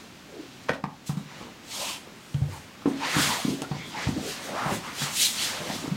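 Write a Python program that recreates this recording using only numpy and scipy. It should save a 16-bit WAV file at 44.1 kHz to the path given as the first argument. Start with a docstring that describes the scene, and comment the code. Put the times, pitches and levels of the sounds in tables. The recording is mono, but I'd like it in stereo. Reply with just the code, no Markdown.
"""A low room hiss and a faint rustle come first; then two people in heavy cotton jackets are heard
grappling on a foam mat in a padded training room. Impact drives the slaps of hands and the thuds of
knees and hips, which set mat and floor ringing. Friction drives the swish of cloth on cloth and the
drags and scuffs over the mat's grained cover. One microphone hears it all, with a short reverberation."""
import sys
import numpy as np
from scipy import signal
from scipy.fft import rfft, irfft
from scipy.io import wavfile
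from scipy.ndimage import uniform_filter1d

SR = 44100
rng = np.random.default_rng(int(sys.argv[2]) if len(sys.argv) > 2 else 0)


def wrap_up_sound(samples):
    """Save the sound to the file named by the first command line argument, as 16-bit audio."""
    columns = np.atleast_2d(samples).T
    # keep every value between -1 and 1, then stretch to whole-number steps
    tamed = np.clip(columns, -1, 1)
    steps = np.round(tamed * 32767).astype(np.int16)
    wavfile.write(sys.argv[1], SR, steps)


N = 262836
TIME = np.arange(N) / SR

# Spectra of the room's hiss, the jackets' swish and sheen, the rubbed cover and the loaded foam.
# Each row: frequency in Hz, relative level in dB.
HISS_SPECTRUM = [(15, -36), (25, -20), (60, -14.5), (100, -8.5), (160, -5), (250, -2.5), (460, -13.5),
                 (1000, -14.5), (2800, -16.5), (7000, -25), (9300, -32), (16000, -35.5)]
SWISH_SPECTRUM = [(300, -18.5), (1200, -19.5), (2200, -4), (3200, 1.5), (4500, 0.5), (7000, -5.5),
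                  (8500, -13.5), (11000, -32), (16000, -45)]
SHEEN_SPECTRUM = [(3000, -31), (6500, -1), (8500, -1), (10500, -6.5), (13500, -10), (16000, -15)]
RUB_SPECTRUM = [(60, -42), (200, -30), (400, -6), (650, -1.5), (1000, 3), (1500, 1.5), (2100, 2),
                (3000, -3.5), (6000, -12), (16000, -58)]
RUMBLE_SPECTRUM = [(25, -83), (60, -19.5), (100, -14), (150, 1.5), (280, -0.5), (400, -7), (600, -8),
                   (1200, -17), (5000, -57)]
# The hiss dips briefly and later swells. Each row: time in seconds, level in dB.
HISS_LEVELS = [(0, -48.5), (.68, -47), (.82, -54), (1.05, -49.5), (1.5, -47.5), (2.3, -48), (2.7, -47.5),
               (3.0, -47), (5.96, -42)]
# Cloth on cloth. Each row: peak time, rise and fall in seconds, relative level in dB, sheen offset in dB.
CLOTH_STROKES = [ (0.0, .05, 0.15, -54.5, -9), (0.48, 0.22, 0.2, -55, -25), (0.637, .005, .012, -51, -8),
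                 (1.075, 0.01, 0.045, -43.5, 0), (1.17, .002, 0.059, -51.5, -6),
                 (1.42, 0.15, .07, -51, -12), (1.745, 0.048, 0.089, -35.5, -6.5),
                 (1.82, 0.044, 0.062, -35.5, -4), (1.895, 0.072, 0.065, -35, -5.5),
                 (2.32, 0.18, 0.23, -59, 0), (2.535, .035, .09, -50.5, -1.5),
                 (2.89, 0.017, 0.046, -51, -1.5), (3.07, 0.08, 0.12, -39.5, -13),
                 (3.22, 0.086, .15, -26.5, -5), (3.5, .1, 0.1, -44, -3), (3.78, 0.13, .08, -47, -20),
                 (3.89, 0.038, 0.034, -53.5, 0.5), (4.03, 0.11, 0.093, -38.5, -14),
                 (4.085, .01, .05, -46, -3.5), (4.3, .09, .08, -36, -6.5), (4.46, 0.05, 0.062, -43.5, -2.5),
                 (4.6, 0.12, 0.13, -43.5, -9), (4.745, 0.061, 0.046, -39, -1),
                 (4.87, .06, 0.067, -45.5, -7), (5.029, 0.056, .055, -30.5, -5.5),
                 (5.226, 0.06, 0.068, -23.5, -0.5), (5.43, 0.078, 0.097, -27.5, -7),
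                 (5.75, 0.21, 0.12, -38.5, -6.5), ]
# Limbs on the mat. Each row: peak time, rise and fall in seconds, relative rub and rumble levels in dB.
LIMB_DRAGS = [ (0.0, .05, 0.048, -50, -46), (1.32, 0.057, 0.15, -46, -52), (1.43, 0.036, 0.044, -48, -34.5),
              (2.08, 0.47, 0.13, -56.5, -50.5), (2.532, 0.037, .16, -49.5, -56),
              (2.95, 0.068, .08, -43, -42), (3.05, 0.042, 0.24, -30, -58), (3.19, 0.1, 0.14, -29.5, -36),
              (3.31, 0.048, 0.11, -30, -50), (3.61, 0.053, 0.12, -55, -39.5), (3.82, 0.15, .08, -47, -44.5),
              (4.03, .1, .09, -37, -38), (4.32, 0.13, 0.2, -42, -49), (4.6, 0.28, .08, -39, -44),
              (4.72, 0.069, 0.07, -35, -33.5), (4.87, .04, 0.15, -41.5, -62),
              (5.06, 0.11, 0.084, -34.5, -42.5), (5.43, 0.12, 0.45, -37, -49),
              (5.69, 0.16, 0.072, -43, -38.5), (5.86, 0.1, 0.054, -55, -36), ]
# The weave singing as it slides. 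Each row: start and length in seconds, first pitch, last pitch and
# bandwidth in Hz, level in dB.
WEAVE_SCUFFS = [ (0.279, 0.2, 445, 312, 170, -43.5), (1.68, 0.33, 900, 990, 604, -42),
                (1.751, 0.12, 577, 610, 200, -40.5), (1.784, 0.21, 2720, 2750, 1110, -39),
                (2.502, 0.097, 1030, 790, 350, -48), (2.991, .10, 786, 1130, 260, -34.5),
                (3.101, 0.21, 1240, 1360, 784, -30.5), (3.276, 0.067, 1060, 860, 170, -30),
                (3.353, 0.071, 845, 616, 200, -39), (3.475, 0.083, 330, 365, 160, -35.5),
                (3.622, 0.046, 1380, 1420, 120, -43.5), (3.74, 0.15, 2100, 2220, 300, -44),
                (3.747, 0.22, 3330, 3420, 450, -48), (3.927, 0.07, 920, 835, 250, -37.5),
                (3.95, 0.13, 1940, 1900, 700, -37.5), (4.196, 0.12, 345, 436, 185, -37.5),
                (4.43, 0.27, 405, 900, 350, -35.5), (4.528, .16, 990, 1380, 663, -31.5),
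                (4.625, 0.13, 1120, 617, 720, -29), (4.807, 0.12, 1070, 1210, 360, -40.5),
                (5.154, 0.17, 2380, 3970, 1000, -34), (5.239, 0.034, 3660, 4080, 400, -23.5),
                (5.475, 0.32, 510, 710, 200, -41.5), ]
# Knees, hips and hands sinking into the mat. Each row: start in seconds, relative level in dB, pitch
# in Hz, decay in seconds, relative level of the air puff in dB, its centre in Hz.
LANDINGS = [ (0.389, -34.5, 303, 0.0045, -63, 700), (0.692, -18.5, 548, 0.0016, -30, 620),
            (0.701, -22, 233, 0.0028, -29.5, 690), (0.838, -21.5, 196, 0.0033, -46, 700),
            (1.093, -19.5, 170, 0.0033, -34, 860), (1.17, -22, 191, 0.0048, -41, 920),
            (2.344, -18, 127, 0.0038, -47, 900), (2.416, -15.5, 115, 0.0044, -42.5, 700),
            (2.47, -32, 92.8, 0.018, -58, 900), (2.857, -12.5, 302, 0.0019, -27.5, 865),
            (2.874, -12.5, 259, 0.003, -33.5, 452), (2.906, -31, 290.4, 0.016, -38, 700),
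            (3.165, -14, 210, 0.0017, -47, 800), (3.179, -26, 287.5, 0.0087, -44, 800),
            (3.203, -23, 157, 0.0034, -49, 800), (3.449, -15.5, 229, 0.0035, -42, 497),
            (3.479, -17.5, 254, 0.0066, -37, 480), (3.503, -23, 206, 0.003, -41, 450),
            (3.618, -23.5, 324, 0.001, -31, 696), (3.712, -20.5, 176, 0.0026, -32, 790),
            (4.068, -16.5, 103, 0.003, -31, 800), (4.088, -15.5, 224, 0.0035, -47, 700),
            (4.162, -24.5, 290, 0.0051, -44, 600), (4.177, -18.5, 228, 0.0027, -37, 604),
            (4.657, -27.5, 157, 0.0034, -25.5, 670), (5.016, -32.5, 146, 0.0069, -37, 830),
            (5.699, -27, 224, 0.0039, -30.5, 693), (5.842, -29.5, 254, 0.0034, -50, 700),
            (5.878, -21.5, 239, 0.0014, -50, 700), (5.914, -19.5, 184, 0.0069, -49, 700), ]
# Bare skin striking the cover. Each row: start in seconds, relative level in dB, centre in Hz,
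# width in octaves, decay in seconds.
SKIN_SLAPS = [ (0.685, -25, 1110, 0.93, 0.01), (0.692, -12, 1270, 1.1, 0.0035),
              (0.701, -37, 1600, 2.8, 0.012), (0.732, -36, 1490, 2.9, 0.018),
              (0.839, -16, 895, 0.66, 0.003), (2.343, -28.5, 1600, 2, 0.0016),
              (2.821, -32, 1030, 0.46, 0.0023), (3.619, -18.5, 3400, 2.2, 0.0015), ]
# Modes of mat and floor. Each row: frequency in Hz, bandwidth in Hz, gain in dB.
MAT_MODES = [(90.4, 18, -0.5), (143, 9.5, 4), (232, 20, -25), (275.2, 8.4, 5.5), (280, 30, -29),
             (361, 6.5, 5), (440, 49, -21), (494, 67, 3.5), (728, 77, -8.5), (856, 41, -16),
             (1080, 41, -29)]
# Early reflections from walls and ceiling. Each row: delay in seconds, gain as a ratio.
REFLECTIONS = [(.0065, 0.36), (0.0133, 0.29), (0.0221, .15), (.043, 0.04)]
# The room's reverberation. Each row: frequency in Hz, time to fall 60 dB in seconds.
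REVERB_TIMES = [(100, 0.4), (260, 0.25), (700, 0.37), (1840, 0.26), (5000, 0.19), (14000, 0.086)]


def amp(db):
    """Amplitude grows tenfold for every 20 dB."""
    return 10 ** (np.asarray(db) / 20)


def unit(x):
    """Normalisation to an rms of 1."""
    return x / np.sqrt(np.mean(x ** 2) + 1e-20)


def read(points, hz):
    """Interpolation on a logarithmic frequency axis."""
    f, value = np.transpose(points)
    return np.interp(np.log(hz + 1), np.log(f + 1), value)


def add(mix, start, sound):
    """Superposition: a sound joins the mix at a start time in seconds."""
    part = mix[max(round(start * SR), 0):][:len(sound)]
    part += sound[:len(part)]


def resonate(x, hz, width):
    """A damped resonator passes a band at unit gain about a centre that may move."""
    turn = np.exp(2j * np.pi * np.cumsum(hz * np.ones(len(x))) / SR)
    pole = np.exp(-np.pi * abs(width) / SR)
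    return 2 * (turn * signal.lfilter([1 - pole], [1, -pole], x / turn + 1e-18)).real


def room_air():
    """Ventilation gives broadband noise: a low murmur under a weaker hiss."""
    hz = np.fft.rfftfreq(N, 1 / SR)
    level = amp(np.interp(TIME, *np.transpose(HISS_LEVELS)))
    spectrum = rfft(rng.standard_normal(N)) * amp(read(HISS_SPECTRUM, hz))
    return level * unit(irfft(spectrum, N))


def strokes(rows, roundness=1.25):
    """Incoherent sources add in power: the envelope of strokes that each speed up and slow down."""
    power = np.zeros(N)
    for peak, rise, fall, db in rows:
        away = np.maximum((peak - TIME) / rise, (TIME - peak) / fall)
        near = away < 6
        power[near] += (amp(db) * np.exp(-away[near] ** roundness)) ** 2  # 1 is a cusp, 2 a bell
    return np.sqrt(power)


def friction(spectrum, snags_per_s, snag_share, spread_db, patchy_db, flutter_db):
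    """Stick-slip friction: countless slips and a few snags, coloured by a changing contact patch."""
    sizes = amp(spread_db * np.minimum(rng.exponential(1, N), 4)) * rng.choice([-1, 1], N)
    snags = unit(sizes * (rng.random(N) < snags_per_s / SR))
    slips = np.sqrt(snag_share) * snags + np.sqrt(1 - snag_share) * rng.standard_normal(N)
    hz, _, bands = signal.stft(slips, SR, nperseg=512, noverlap=384)
    patches = uniform_filter1d(rng.standard_normal(bands.shape), size=7, axis=0)  # across frequency
    patches = unit(uniform_filter1d(patches, size=12, axis=1))  # across time
    flutter = unit(uniform_filter1d(rng.standard_normal(bands.shape[1]), size=5))
    bands *= amp(read(spectrum, hz)[:, None] + patchy_db * patches + flutter_db * flutter)
    return unit(signal.istft(bands, SR, nperseg=512, noverlap=384)[1][:N])


def jackets():
    """Sliding friction of cotton on cotton: each stroke is a swish with its own share of treble sheen."""
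    swish = strokes([(*timing, db) for *timing, db, _ in CLOTH_STROKES])
    sheen = strokes([(*timing, db + sheen_db) for *timing, db, sheen_db in CLOTH_STROKES])
    weave = friction(SWISH_SPECTRUM, snags_per_s=1200, snag_share=0.18,
                     spread_db=1.5, patchy_db=1.3, flutter_db=0.76)
    fibres = friction(SHEEN_SPECTRUM, snags_per_s=1300, snag_share=0.069,
                      spread_db=1, patchy_db=1.5, flutter_db=0.3)
    return amp(-0.5) * swish * weave + amp(1) * sheen * fibres


def bodies(settle_db=-29, rise_s=0.037, fall_s=0.044):
    """Friction and deformation: limbs rub the cover; foam rumbles under load and settles after thuds."""
    sliding = strokes([(*timing, db) for *timing, db, _ in LIMB_DRAGS])
    leaning = [(*timing, db) for *timing, _, db in LIMB_DRAGS]
    settling = [(start + rise_s, rise_s, fall_s, db + settle_db) for start, db, *_ in LANDINGS]
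    rub = friction(RUB_SPECTRUM, snags_per_s=900, snag_share=0.29,
                   spread_db=0.5, patchy_db=2, flutter_db=-0.45)
    rumble = friction(RUMBLE_SPECTRUM, snags_per_s=190, snag_share=0.33,
                      spread_db=-1.5, patchy_db=4.5, flutter_db=2.5)
    return amp(-1) * sliding * rub + strokes(leaning + settling) * rumble


def scuffs():
    """Quasi-periodic excitation: ribs of the weave cross the mat's grain in a fuzzy, gliding note."""
    out = np.zeros(N)
    for start, length, first_hz, last_hz, width, db in WEAVE_SCUFFS:
        count = round(length * SR)
        pitch = np.linspace(first_hz, last_hz, count)
        ribs = rng.standard_normal(SR)[:count]
        note = unit(resonate(resonate(ribs, pitch, width), pitch, width))
        add(out, start, amp(db) * note * np.sin(np.linspace(0, np.pi, count)))
    return out


def thud(db, hz, decay):
    """Damped oscillation: the foam gives and springs back, lower in pitch for a heavier limb."""
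    t = TIME[:SR // 5]
    age = t / decay
    return -amp(db) * age * np.exp(1 - age) * np.sin(2 * np.pi * hz * t)


def slap(db, hz, octaves, decay):
    """Cavity resonance: a pocket of air squeezed under a limb tunes a burst; the cover adds a crack."""
    t = TIME[:SR // 5]
    edge_ratio = 2 ** (octaves / 2)
    pocket = signal.butter(2, [hz / edge_ratio, hz * edge_ratio], "bandpass", fs=SR, output="sos")
    cover = signal.butter(2, 2.03 * hz, "lowpass", fs=SR, output="sos")
    air = rng.standard_normal(len(t))
    burst = unit(signal.sosfilt(pocket, air)) + amp(-4.5) * unit(signal.sosfilt(cover, air))
    envelope = (1 - np.exp(-t / 0.0008)) * np.exp(-t / decay)
    return amp(db) * unit(burst * envelope) * np.sqrt(np.mean(envelope ** 2))


def blows():
    """Impact excitation: landing limbs ring the modes of mat and floor, and the room reflects them."""
    hits = np.zeros(N)
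    for start, db, hz, decay, puff_db, puff_hz in LANDINGS:
        puff = slap(puff_db, puff_hz, octaves=0.7, decay=0.013)
        add(hits, start, thud(db, hz, decay) + puff)
    for start, db, hz, octaves, decay in SKIN_SLAPS:
        add(hits, start, slap(db, hz, octaves, decay))
    ringing = sum(amp(db) * resonate(hits, hz, width) for hz, width, db in MAT_MODES)
    # A small patch of mat radiates little deep bass.
    radiation = signal.butter(3, 58, "highpass", fs=SR, output="sos")
    direct = signal.sosfilt(radiation, amp(-1) * hits + ringing)
    early = direct.copy()
    for delay, gain in REFLECTIONS:
        add(early, delay, gain * direct)
    return amp(-1) * early + amp(-13.5) * reverb(direct)


def reverb(x, echoes_per_s=3000, onset_s=0.012):
    """Reverberation: random reflections decay exponentially, each band at its own rate."""
    count = SR // 2
    echoes = rng.choice([-1., 1.], count) * (rng.random(count) < echoes_per_s / SR)
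    hz, t, bands = signal.stft(echoes * (TIME[:count] > onset_s), SR, nperseg=256)
    absorption = amp(-60 * t / read(REVERB_TIMES, hz)[:, None])
    tail = signal.istft(bands * absorption, SR, nperseg=256)[1]
    return signal.fftconvolve(x, tail / np.linalg.norm(tail))[:N]


def scene():
    """Sound pressures superpose at one microphone, which feeds both channels."""
    rustle = jackets() + bodies() + scuffs()
    mono = blows() + rustle + amp(-14.5) * reverb(rustle) + room_air()
    return np.array([mono, mono])


def record(dry):
    """Band limiting: a linear-phase low-pass filter removes the highest treble."""
    cutoff_hz = 15950
    low_pass = signal.firwin(511, cutoff_hz, window=("kaiser", 9), fs=SR)
    return signal.oaconvolve(dry, low_pass[None], "same", axes=1)


dry = scene()
out = record(dry)
wrap_up_sound(out)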